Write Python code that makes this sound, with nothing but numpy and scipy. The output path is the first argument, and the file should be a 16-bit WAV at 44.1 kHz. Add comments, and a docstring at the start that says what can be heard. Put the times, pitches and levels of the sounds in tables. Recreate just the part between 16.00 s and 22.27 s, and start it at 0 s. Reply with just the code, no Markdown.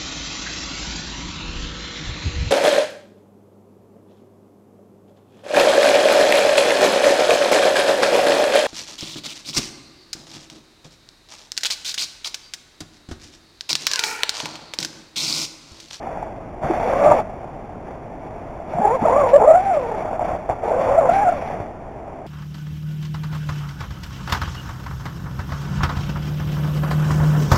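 """Zipping a tent shut

A nylon tent door is zipped shut in three uneven pulls, catching and tugging on the way.
The zip's teeth buzz at the speed of the hand, the slider rasps and bites, and the cloth rustles,
crinkles and flaps as it is drawn taut. Zip and cloth share a boxy ring near 650 Hz.
A small camera inside hears it over low outdoor air, joining its 8 kHz samples by straight lines."""
import sys
import numpy as np
from scipy import signal
from scipy.fft import rfft, irfft
from scipy.io import wavfile
from scipy.ndimage import uniform_filter1d, minimum_filter1d, map_coordinates

SR = 44100
rng = np.random.default_rng(int(sys.argv[2]) if len(sys.argv) > 2 else 0)


def waveform_to_disk(signal):
    """Save audio, clipped to [-1, 1], as 16-bit WAV at the path in sys.argv[1]."""
    frames = np.transpose(np.atleast_2d(signal))
    scaled = np.clip(frames, -1, 1) * 32767
    samples = np.round(scaled).astype(np.int16)
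    wavfile.write(sys.argv[1], SR, samples)


N = 276330

# The slider bites and jerks, swelling the buzz: middle t/s, length/s, boost/dB, tooth rate f/Hz
SLIDER_BITES = [(1.065, 0.0071, 7, 600), (1.12, .014, 11, 608.4), (2.862, 0.039, 11, 404.5),
                (3.058, .012, 14, 631), (3.347, .023, 14, 557), (3.364, .018, 20, 594.8),
                (3.481, 0.015, 10, 601), (3.501, 0.041, 12.5, 620.5), (3.777, .016, 9, 566),
                (4.988, 0.024, 11.5, 682.2), (5.097, 0.009, 12, 665.3), (5.284, 0.032, 9, 691.3)]
# Tone of the dry rasp and of the cloth's cracks: f/Hz, relative level/dB
RASP_EQ = [(40, 13), (120, 12), (300, 10.5), (700, 8.5), (1100, 8), (1500, 6), (1850, 5), (2250, 5),
           (2600, -2), (3050, -10.5), (3500, -3.5), (3900, -25)]


def undb(db):
    """Decibels to gain."""
    return 10 ** (np.asarray(db) / 20)


def curves(table):
    """The columns of a table, joined by straight lines in time."""
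    times, *columns = np.transpose(table)
    return [np.interp(np.arange(N) / SR, times, column) for column in columns]


def colour(x, eq):
    """Minimum-phase filter through (f/Hz, level/dB) points; the result has rms 1."""
    hz, db = np.transpose(eq)
    size = 4096
    bin_hz = np.arange(size // 2 + 1) * SR / size
    response = undb(np.interp(np.log(bin_hz + 1), np.log(hz), db))
    cepstrum = irfft(np.log(response))
    cepstrum[1:size // 2] *= 2
    cepstrum[size // 2 + 1:] = 0
    coloured = signal.fftconvolve(x, irfft(np.exp(rfft(cepstrum))))[:N]
    return coloured / np.std(coloured)


def even(x, size):
    """Hold the rms near 1 over spans of size samples, keeping the faster grain."""
    return x / np.sqrt(uniform_filter1d(uniform_filter1d(x ** 2, size), size) + 1e-9)


def drift(rate):
    """A smooth random curve of spread near 1 that changes about rate times a second."""
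    knots = rng.standard_normal(N // 10)
    return map_coordinates(knots, [np.arange(N) / SR * rate], order=2, mode="wrap")


def open_air():
    """A low, steady bed of outdoor air and microphone noise."""
    # Tone of the bed: f/Hz, relative level/dB
    air_eq = [(15, -14), (28, -1.5), (60, -4.5), (130, -5.5), (200, -6.5), (420, -8.5), (550, -12.5),
              (690, -7.5), (900, -13), (1300, -27), (2300, -30), (3800, -45.5)]
    return colour(rng.standard_normal(N), air_eq) * undb(-35.5 + 0.3 * drift(14))


def stick_slip(rate, fade_s, drag):
    """Friction leaps at random moments and eases off, above a steady drag."""
    leaps = (rng.random(N) < rate / SR) * rng.exponential(size=N)
    return drag + signal.lfilter([1], [1, -np.exp(-1 / (fade_s * SR))], leaps)


def grains(rate, spread_db):
    """Tiny clicks of uneven size at random moments; rms 1."""
    clicks = (rng.random(N) < rate / SR) * rng.choice([-1, 1], N)
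    clicks = clicks * undb(spread_db * np.minimum(rng.exponential(size=N), 4))
    return clicks / np.std(clicks)


def cloth_friction():
    """Countless small folds slip; the same slips give a dull rustle and a smoother, dry rasp."""
    # Boxy tone of the cloth: f/Hz, relative level/dB
    cloth_eq = [(60, -22), (200, -18), (400, -13.5), (520, -9), (650, 2), (780, -2.5), (900, -9.5),
                (1100, -15), (1400, -19.5), (2000, -34.5), (3500, -58.5)]
    friction = stick_slip(rate=46, fade_s=0.024, drag=1.9)
    folds = grains(rate=3500, spread_db=1.0)
    rustle = colour(friction * (folds + 0.65 * rng.standard_normal(N)), cloth_eq)
    rasp = colour(np.sqrt(friction) * (folds + 1.18 * rng.standard_normal(N)), RASP_EQ)
    return even(rustle, size=1100), even(rasp, size=1300)


def cloth_shifts():
    """Envelopes of rustle and rasp as a hand shifts the cloth: each move rises, holds and settles."""
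    # Moves of the cloth: t/s, length/s, rustle level/dB, relative rasp level/dB, fade/s
    moves = [(0, 0.18, -32, -47.5, 0.17), (1.096, 0.033, -11.5, -53, 0.016), (1.2, .08, -37, -52.5, 0.31),
             (1.85, .06, -38.5, -51.5, .08), (2.2, .47, -40, -55.5, .1), (3.962, .2, -26, -46, 0.028),
             (4.191, 0.033, -21.5, -42.5, 0.014), (4.221, 0.12, -23.5, -41.5, 0.037),
             (4.37, 0.24, -34.5, -52.5, .05), (4.489, 0.024, -18.5, -41, 0.017),
             (4.779, 0.16, -26, -38.5, 0.036), (5.092, 0.059, -37, -38, 0.062),
             (5.557, 0.043, -30, -45, 0.093), (6.047, 0.11, -41, -67, .05)]
    t = np.arange(N) / SR
    attack_s = 0.021
    rustle, rasp = undb(-39.5), undb(-56.5)  # the hanging door never lies quite still
    for start, length, rustle_db, rasp_db, fade in moves:
        shape = np.clip((t - start) / attack_s, 0, 1) * np.exp(-np.maximum(t - start - length, 0) / fade)
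        rustle = np.hypot(rustle, undb(rustle_db) * shape)
        rasp = np.hypot(rasp, undb(rasp_db) * shape)
    return rustle, rasp


def cloth_jolts(hits, rise_s, fade_s, crack_s, crack_db, wander):
    """Each jolt gives a short crack and a ring of a few cycles, whose pitch wanders with the tension."""
    out, t = np.zeros(N + SR), np.arange(SR // 8) / SR
    noise = colour(rng.standard_normal(N), RASP_EQ)
    bend = np.exp(wander * drift(200))
    swell = (1 - np.exp(-t / rise_s)) * np.exp(-t / fade_s)
    for start, db, hz in hits:
        span = slice(int(start * SR), int(start * SR) + len(t))
        ring = swell / swell.max() * np.sin(2 * np.pi * np.cumsum(hz * bend[span]) / SR)
        crack = undb(crack_db) * np.exp(-t / crack_s) * noise[span]
        out[span] += undb(db) * (ring + crack)
    return out[:N]


def creases():
    """Creases in the nylon snap over with a tight, boxy tick."""
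    # Snaps: t/s, peak level/dB, ring f/Hz
    snaps = [(0.071, -17, 740), (0.173, -17, 740), (0.227, -14, 800), (0.384, -25, 600), (0.634, -14, 730),
             (0.71, -17, 710), (1.119, -4, 930), (1.443, -20, 760), (2.601, -21, 680), (2.736, -17, 660),
             (2.785, -10, 740), (3.084, -5, 760), (4.13, -12, 690), (4.194, -10, 740), (4.227, -13, 690),
             (4.335, -14, 650), (4.349, -13, 650), (4.491, -10, 670), (4.497, -6, 720), (4.636, -15, 690),
             (4.718, -8, 650), (5.424, -18, 650), (5.501, -19, 540), (6.078, -24, 620)]
    return cloth_jolts(snaps, rise_s=0.00097, fade_s=0.0027, crack_s=0.019, crack_db=-27, wander=0.05)


def door_flaps():
    """The slack door flaps with a soft, low thud."""
    # Thuds: t/s, peak level/dB, ring f/Hz
    thuds = [(0.165, -32.5, 170), (0.638, -22, 153), (0.698, -12, 346), (2.745, -23, 145), (2.79, -18, 226),
             (3.018, -14.5, 214), (4.23, -30, 85), (4.33, -29, 71), (4.495, -26, 101.7), (5.6, -25, 106.1)]
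    return cloth_jolts(thuds, rise_s=0.012, fade_s=0.009, crack_s=0.026, crack_db=-26.5, wander=0.16)


def hand_pulls():
    """The hand draws the slider in three uneven pulls; the faster it runs, the cleaner the buzz."""
    # Motion of the hand, tug by tug: t/s, tooth rate f/Hz, effort level/dB
    opening = [(0.643, 270, -23), (0.71, 354, -24), (0.83, 430, -22), (0.90, 540.2, -18.5),
               (0.985, 554.2, -20), (1.06, 593.5, -10), (1.125, 588, -13.5), (1.165, 555.5, -19),
               (1.20, 368, -18)]  # first pull
    short = [(2.70, 300, -35.5), (2.82, 364.8, -20), (2.85, 392.2, -18), (2.895, 484.9, -16.5),
             (2.96, 513, -18)]  # the second pull starts here
    rising = [(3.01, 414.8, -23.5), (3.095, 465.3, -16.5), (3.19, 608.3, -12.5), (3.25, 532.7, -15.5),
              (3.31, 472.2, -22.5)]
    snagged = [(3.335, 460.6, -11.5), (3.385, 440, -18.5), (3.425, 415.4, -11.5), (3.462, 455.5, -14)]
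    long = [(3.48, 585, -15), (3.52, 676, -11), (3.555, 752.5, -8.5), (3.64, 770.3, -23.5),
            (3.70, 754, -16), (3.76, 611.6, -19), (3.815, 497, -25.5), (3.93, 430.6, -24.5),
            (4.04, 369.6, -31.5)]
    slow = [(4.645, 440, -22), (4.71, 475, -19.5), (4.78, 536, -18.5), (4.86, 519.3, -21.5),
            (4.915, 544.7, -15.5), (4.96, 569.6, -17.5), (5.05, 536, -15)]  # the third pull starts here
    closing = [(5.075, 521.6, -18.5), (5.14, 755, -16.5), (5.23, 833.7, -16.5), (5.295, 687, -19),
               (5.335, 654, -22), (5.40, 476, -30.5), (5.52, 377, -27.5), (5.555, 285, -27)]
    # How the zip runs: motion, relative rasp level/dB, buzz over cloth/dB, gain of the second tooth row
    tugs = [(opening, -36.5, 0.44, 0.29), (short, -42.5, 8, 0.42), (rising, -40, 4.6, 0.53),
            (snagged, -43.5, 3.16, .05), (long, -43.5, 6.99, 0.2), (slow, -43.5, 1.68, .15),
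            (closing, -40.5, 3.3, 0.42)]
    usual_hz, usual_db = 544, -20.5  # speed and effort at which the listed rasp and buzz hold
    attack_s, release_s = 0.036, 0.032
    t = np.arange(N) / SR
    tooth_hz, effort_db = curves([point for motion, *_ in tugs for point in motion])
    run_points = [(motion[end][0], *run) for motion, *run in tugs for end in (0, -1)]
    rasp_db, buzz_db, second_row = curves(run_points)
    spans = [(motion[0][0], motion[-1][0]) for motion, *_ in tugs]
    gates = [np.interp(t, [on - attack_s, on, off, off + release_s], [0, 1, 1, 0]) for on, off in spans]
    grip = np.minimum(sum(gates), 1)
    for middle, length, _, hz in SLIDER_BITES:
        jerk = np.exp(-np.square((t - middle) / (1.1 * length)))  # outlasts the bite
        tooth_hz += (hz - tooth_hz) * jerk
    octaves = np.log2(tooth_hz / usual_hz)
    buzz_power = undb(buzz_db + 15 * octaves) ** 2
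    buzz_share = buzz_power / (1 + buzz_power)
    rasp_db += 0.13 * (effort_db - usual_db) + 2 * octaves  # harder and faster tugs rasp more
    return tooth_hz, grip * undb(effort_db), grip * undb(rasp_db), buzz_share, second_row


def tooth_row(phase, scatter_db=0.85):
    """One tooth clicks at each whole turn of the phase, shared between two samples."""
    at = np.flatnonzero(np.diff(np.floor(phase)) > 0)
    overshoot = (phase[at + 1] % 1) / (phase[at + 1] - phase[at])
    size = undb(scatter_db * rng.standard_normal(N)[:len(at)])
    return np.bincount(at, size * overshoot, N) + np.bincount(at + 1, size * (1 - overshoot), N)


def zip_buzz(phase, second_row, unsteady):
    """Teeth of the two tapes mesh in turn; the slider moves in small jerks and sometimes bites."""
    # Boxy tone of the teeth: f/Hz, relative level/dB
    tooth_eq = [(100, -26), (300, -15.5), (440, -4), (620, 2.5), (780, 2), (1000, -13.5), (1200, -18),
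                (1600, -26.5), (2000, -31), (3500, -55.5)]
    clicks = tooth_row(phase) + second_row * tooth_row(phase + .5)
    clicks -= uniform_filter1d(clicks, size=300)  # the steady drag makes no sound
    flutter = undb(4.5 * unsteady * drift(110))
    buzz = even(colour(clicks, tooth_eq) * flutter, size=900)
    hum = signal.sosfiltfilt(signal.butter(4, 650, fs=SR, output="sos"), buzz)
    chatter = 0.22  # the slider rocks, so the overtones come and go
    overtones = (buzz - hum) * (1 + chatter * drift(90)) / np.hypot(1, chatter)
    # a bite starts and ends abruptly and swells the hum more than the overtones
    t = np.arange(N) / SR
    bites = [db * np.exp(-(2 * (t - middle) / length) ** 4) for middle, length, db, _ in SLIDER_BITES]
    bite_db = np.max(bites, axis=0)
    return hum * undb(bite_db) + overtones * undb(0.64 * bite_db)


def slider_ring(phase):
    """The metal slider scrapes once a tooth, and rings with it."""
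    # Resonance of the slider: f/Hz, relative level/dB
    metal_eq = [(1200, -28), (1950, -11), (2250, 1), (2550, -5), (3000, -16), (3700, -17)]
    scrape = rng.standard_normal(N) * np.exp(-(phase % 1) / 0.47)
    return colour(scrape * undb(4.5 * drift(45)), metal_eq)


def scene():
    """The hand's effort is shared between the zip's buzz and the rustling cloth."""
    tooth_hz, effort, scraping, buzz_share, second_row = hand_pulls()
    shift_rustle, shift_rasp = cloth_shifts()
    unsteady = 1.6 - buzz_share  # a free-running slider is the steadiest
    wobble = np.exp(unsteady * (0.056 * drift(300) + 0.0244 * drift(55)))
    phase = np.cumsum(tooth_hz * wobble) / SR  # one turn a tooth
    buzz = undb(1) * effort * np.sqrt(buzz_share) * zip_buzz(phase, second_row, unsteady)
    rustle_grain, rasp_grain = cloth_friction()
    rustle = np.hypot(effort * np.sqrt(1 - buzz_share), shift_rustle) * rustle_grain
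    rasp = undb(7.5) * np.hypot(scraping, shift_rasp) * rasp_grain
    slider = undb(0.5) * scraping * np.sqrt(buzz_share) * slider_ring(phase)
    return (buzz + rustle + rasp + slider + creases() + door_flaps() + open_air())[None]


def limiter(x, knee, slope):
    """The gain dips for a few milliseconds round each peak above the knee; the biggest poke through."""
    gain = (knee / np.maximum(np.abs(x), knee)) ** slope
    return x * uniform_filter1d(minimum_filter1d(gain, size=200), size=200)


def record(dry):
    """The camera limits, samples slowly and clips; joining its samples adds a faint mirrored treble."""
    camera_hz, band_hz, top_hz = 8000, 3900, 15650
    t = np.arange(N) / SR
    ticks = np.arange(N * camera_hz // SR + 1) / camera_hz
    held = limiter(dry[0], knee=.98, slope=.8)
    narrow = signal.sosfilt(signal.ellip(8, .1, 60, band_hz, fs=SR, output="sos"), held)
    samples = np.clip(map_coordinates(narrow, [ticks * SR], order=3), -1, 1)
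    joined = np.interp(t, ticks, samples)
    return signal.sosfilt(signal.ellip(10, .1, 70, top_hz, fs=SR, output="sos"), joined)[None]


dry = scene()
out = record(dry)
waveform_to_disk(out)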